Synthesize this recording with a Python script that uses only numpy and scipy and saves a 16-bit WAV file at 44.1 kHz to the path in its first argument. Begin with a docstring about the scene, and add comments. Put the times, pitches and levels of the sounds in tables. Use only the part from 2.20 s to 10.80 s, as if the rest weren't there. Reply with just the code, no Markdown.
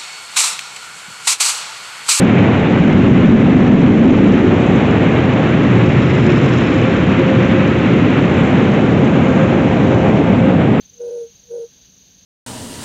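"""Car wash dryer from inside the car

Turbulent air jets buffet the roof and doors, and the panels drive the cabin's air modes into a boom.
The rush hisses through the glass and flings fine spray at it; the blower fans hum faintly at their
blade-pass frequency. The balance shifts as the microphone is turned and moved through the cabin's
standing waves, and a limiter holds the peaks."""
import sys
import numpy as np
from scipy import signal
from scipy.fft import rfft, irfft
from scipy.io import wavfile
from scipy.ndimage import uniform_filter1d, minimum_filter1d

SR = 44100
rng = np.random.default_rng(int(sys.argv[2]) if len(sys.argv) > 2 else 0)


def wav_out(sig):
    """Save sig, one row per channel (or a flat mono array), as 16-bit PCM at SR to the path in sys.argv[1]."""
    wavfile.write(sys.argv[1], SR, np.round(np.clip(np.atleast_2d(sig).T, -1, 1) * 32767).astype(np.int16))


N = 379260
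TIME = np.arange(N) / SR
FREQS = np.fft.rfftfreq(N, 1 / SR) + 1e-3

# air modes of the cabin: f/Hz, width/Hz, relative level/dB
LOW_BOOM_MODES = [(127.6, 34, 0)]
HIGH_BOOM_MODES = [(186, 32, -1.9), (219.9, 39.4, 1), (253, 35.6, 0.75), (287.4, 26.6, -0.5)]
PILLAR_MODES = [(357, 42, 0)]
# spectral densities of the broadband sources: f/Hz, relative level/dB
PANEL_SPECTRUM = [(20, -39.5), (35, -34.5), (48, -24), (60, -14), (78, -6), (100, 0), (140, 0), (168, 2),
                  (240, -3), (320, -3.5), (390, -7.5), (600, -14), (1200, -56)]
ROAR_SPECTRUM = [(250, -21.5), (420, 2.5), (580, -1), (780, -2), (950, -8.5), (1400, -18.5), (3000, -49.5)]
HISS_SPECTRUM = [(500, -18), (900, 0), (1150, 1.5), (1700, 0), (2150, 0), (2600, -2), (3200, -8),
                 (3900, -14.5), (4600, -28), (6000, -44)]
SPRAY_SPECTRUM = [(2500, -10.5), (4000, 0.5), (4900, -4), (5400, 0.9), (5800, 1), (6200, 2.5), (6550, 0),
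                  (7350, 0), (7750, -12.5), (8400, -22)]
SIZZLE_SPECTRUM = [(2800, -12), (3800, 8), (4600, -7.5), (5250, 3), (5950, -8), (6300, -5), (6550, -11),
                   (6950, -1), (7400, -6.5), (8400, -23)]
# envelopes of the jets, the hiss higher when facing the side windows: t/s, level/dB
ROAR_ENVELOPE = [(0, -23), (.3, -20.3), (.8, -24), (1.9, -24), (2.8, -20.5), (3.8, -25.5), (5.7, -26),
                 (6.4, -21), (7.5, -21.5), (7.95, -18.5), (8.6, -21)]
HISS_ENVELOPE = [(0, -24), (.5, -24), (.8, -25.5), (1.8, -27), (2.1, -25.5), (2.85, -24), (4.8, -23),
                 (6.4, -23.5), (6.7, -25.5), (7.1, -25.5), (8.6, -27.5)]
# blade-pass partials: harmonic number, relative level/dB
BLADE_HARMONICS = [(1, -2.5), (2, -21.5), (3, -20.5)]
# swells of the fan hum: peak t/s, duration/s, rise/dB
FAN_SWELLS = [(4.8, 1.0, 6.5), (5.27, 0.91, 11.8), (7.22, 1.2, 11.5), (7.78, 0.46, 12), (8.26, 0.49, 12)]
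# gusts, deep on the panels and bright on the glass: peak t/s, duration/s, f/Hz, width/Hz, level/dB
AIR_GUSTS = [(.19, .22, 2100, 1000, -27), (.42, .3, 2200, 900, -30), (1.02, .25, 2200, 1200, -32),
             (2.35, 1.56, 385, 70, -21.5), (2.85, 0.84, 2100, 1000, -34), (7.1, .8, 155, 35, -16),
             (7.15, 1.1, 1260, 500, -30), (8.1, 1.2, 854, 70, -35), (8.25, 0.77, 170, 35, -16.5)]
# resonances in mid-cabin: frequency ratio, relative level/dB
MID_CABIN_MODES = [(1, 0), (1.65, -13.5)]
# water swept over the glass by the jets: peak t/s, duration/s, f/Hz, width/Hz, level/dB
WATER_SURGES = [(2.5, .7, 6800, 1500, -55), (4.36, .35, 6450, 1500, -51), (6.22, .38, 7200, 650, -53),
                (7.15, .8, 6650, 650, -51), (7.7, 0.63, 6200, 600, -55)]
# microphone positions: entry t/s, exit t/s, ramp duration/s
FACING_REAR = (-1, 1.8, .4)
MID_CABIN = (0.6, 2.38, 1)
BY_PILLAR = (2.99, 5.67, .5)
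BY_DOOR = (3.1, 4.46, 0.34)
BY_WINDOW = (3.7, 4.68, 0.7)
BEHIND_SEAT = (8.14, 10, .5)


def undb(db):
    """Amplitude ratio of a level in decibels."""
    return 10 ** (np.asarray(db) / 20)


def unit(x):
    """Normalisation to rms 1."""
    return x / np.sqrt(np.mean(x ** 2))


def noise():
    """Gaussian white noise, the model of turbulence."""
    return rng.standard_normal(N)


def colour(x, spectrum):
    """Linear filtering by a response of f/Hz, level/dB; rms 1."""
    hz, db = np.transpose(spectrum)
    response = undb(np.interp(np.log(FREQS), np.log(hz), db))
    return unit(irfft(rfft(x) * response, N))


def resonate(modes):
    """Forced resonance: each mode is driven by its own patch of turbulence; rms 1."""
    spectrum = 0
    for hz, width, db in modes:
        detuning = hz / width * (FREQS / hz - hz / FREQS)
        spectrum += undb(db) * rfft(noise()) / (1 + 1j * detuning) ** 2
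    return unit(irfft(spectrum, N))


def fluctuation(rate_hz):
    """Band-limited random modulation, rolling off above rate_hz; rms 1."""
    response = np.exp(-(FREQS / rate_hz) ** 2) * (FREQS > rate_hz / 8)
    return unit(irfft(rfft(noise()) * response, N))


def gliding_band(hz, width_hz):
    """Quadrature modulation centres a band of noise on a moving frequency; rms 1."""
    lowpass = 1 + (2 * FREQS / width_hz) ** 2
    eddies = [irfft(rfft(noise()) / lowpass, N) for _ in range(2)]
    phase = 2 * np.pi * np.cumsum(hz) / SR
    return unit(eddies[0] * np.cos(phase) + eddies[1] * np.sin(phase))


def curve(envelope):
    """Linear interpolation of an envelope in time."""
    return np.interp(TIME, *np.transpose(envelope))


def presence(position):
    """Trapezoidal weight: 1 while the microphone is at a position, 0 elsewhere."""
    entry_s, exit_s, ramp_s = position
    return np.clip(.5 + np.minimum(TIME - entry_s, exit_s - TIME) / ramp_s, 0, 1)


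def bump(peak_s, length_s):
    """Raised-cosine window, from 0 to 1 and back."""
    return np.cos(np.pi * np.clip((TIME - peak_s) / length_s, -.5, .5)) ** 2


def panel_rumble(level_db=-12.5):
    """Forced vibration: eddies drum on the sheet metal, 1 dB weaker far from it in mid-cabin."""
    return colour(noise(), PANEL_SPECTRUM) * undb(level_db - presence(MID_CABIN))


def cabin_boom(low_db=-26.5, high_db=-15.5):
    """Panel-driven standing waves: the low one peaks at the door, the high ones fade by the pillar."""
    low = resonate(LOW_BOOM_MODES) * undb(low_db + 9.5 * presence(BY_DOOR))
    high = resonate(HIGH_BOOM_MODES) * undb(high_db - 3 * presence(BY_PILLAR))
    return low + high


def jets(roar_db, hiss_db, flutter_db=0.8):
    """Turbulent jet noise: the flapping jet modulates roar and hiss together."""
    flutter = flutter_db * fluctuation(24)
    roar = colour(noise(), ROAR_SPECTRUM) * undb(roar_db + flutter)
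    hiss = colour(noise(), HISS_SPECTRUM) * undb(hiss_db + flutter)
    return roar + hiss


def spray(hiss_db, base_db=-49, drops_per_s=800, scatter_db=4.0, splash_s=0.001):
    """Impact noise: droplets of very uneven size tick on the windows over a fine mist."""
    hits = rng.random(N) < drops_per_s / SR
    sizes = undb(scatter_db * np.minimum(rng.exponential(size=N), 5))
    splashes = signal.lfilter([1], [1, -np.exp(-1 / (splash_s * SR))], hits * sizes)
    drops = colour(noise() * splashes, SPRAY_SPECTRUM) * undb(-4)
    mist = colour(noise(), SPRAY_SPECTRUM) * undb(-2)
    facing_db = .3 * (hiss_db - hiss_db.mean())  # towards the glass, spray grows with the hiss
    position_db = 0.5 * presence(BY_WINDOW) - 1.2 * presence(FACING_REAR)
    shadow_db = -7.5 * presence(BEHIND_SEAT)
    return (drops + mist) * undb(base_db + facing_db + position_db + shadow_db)


def fan_hum(blade_hz=526.5, base_db=-33, wander=0.0049, waver_db=2.0):
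    """Blade-pass tone: gusty air modulates its frequency and the level of each harmonic."""
    hz = blade_hz * (1 + wander * fluctuation(9))
    phase = 2 * np.pi * np.cumsum(hz) / SR
    tone = sum(undb(db + waver_db * fluctuation(9)) * np.sin(k * phase) for k, db in BLADE_HARMONICS)
    swell_db = sum(db * bump(peak_s, length_s) for peak_s, length_s, db in FAN_SWELLS)
    return unit(tone) * undb(base_db + swell_db)


def pillar_ring(base_db=-27):
    """A narrow cavity resonance of the cabin, stronger beside the door pillar."""
    return resonate(PILLAR_MODES) * undb(base_db + 4.5 * presence(BY_PILLAR))


def surges(table, sputter_db, sputter_hz):
    """Flow noise of passing air or water: Gaussian bands share one sputtering amplitude modulation."""
    bursts = 0
    for peak_s, length_s, hz, width, db in table:
        response = np.exp(-((FREQS - hz) / width) ** 2)
        rush = unit(irfft(rfft(noise()) * response, N))
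        bursts += rush * undb(db) * bump(peak_s, length_s)
    return bursts * unit(undb(sputter_db * fluctuation(sputter_hz)))


def mid_cabin_boom(entry_hz=198.1, climb_hz_per_s=34, width_hz=105, level_db=-9.7):
    """A boom that climbs in pitch as the microphone drifts through the standing waves of mid-cabin."""
    hz = entry_hz + climb_hz_per_s * (TIME - MID_CABIN[0])
    boom = sum(undb(db) * gliding_band(ratio * hz, width_hz) for ratio, db in MID_CABIN_MODES)
    return boom * undb(level_db) * presence(MID_CABIN)


def window_sizzle(level_db=-44, flicker_db=3.5):
    """Treble noise under rapid amplitude modulation, heard only close to the side window."""
    sizzle = colour(noise(), SIZZLE_SPECTRUM)
    return sizzle * undb(level_db + flicker_db * fluctuation(70)) * presence(BY_WINDOW)


def scene():
    """Superposition of air, water and fan noise at the moving microphone, in mono."""
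    hiss_db = curve(HISS_ENVELOPE)
    cabin = panel_rumble() + cabin_boom() + mid_cabin_boom()
    rush = jets(curve(ROAR_ENVELOPE), hiss_db)
    gusts = surges(AIR_GUSTS, sputter_db=2.5, sputter_hz=18)
    water = spray(hiss_db) + surges(WATER_SURGES, sputter_db=4.0, sputter_hz=60)
    return (cabin + rush + gusts + water + fan_hum() + pillar_ring() + window_sizzle())[None]


def record(dry):
    """Look-ahead limiting ducks each high peak; a steep low-pass filter then cuts the top."""
    ceiling, window_samples, cutoff_hz = .89, 161, 7750
    needed_gain = np.minimum(1, ceiling / (np.abs(dry) + 1e-9))
    held_gain = minimum_filter1d(needed_gain, size=window_samples)
    gain = uniform_filter1d(held_gain, size=window_samples)
    lowpass = signal.ellip(10, .2, 85, cutoff_hz, fs=SR, output="sos")
    return signal.sosfilt(lowpass, dry * gain)


dry = scene()
out = record(dry)
wav_out(out)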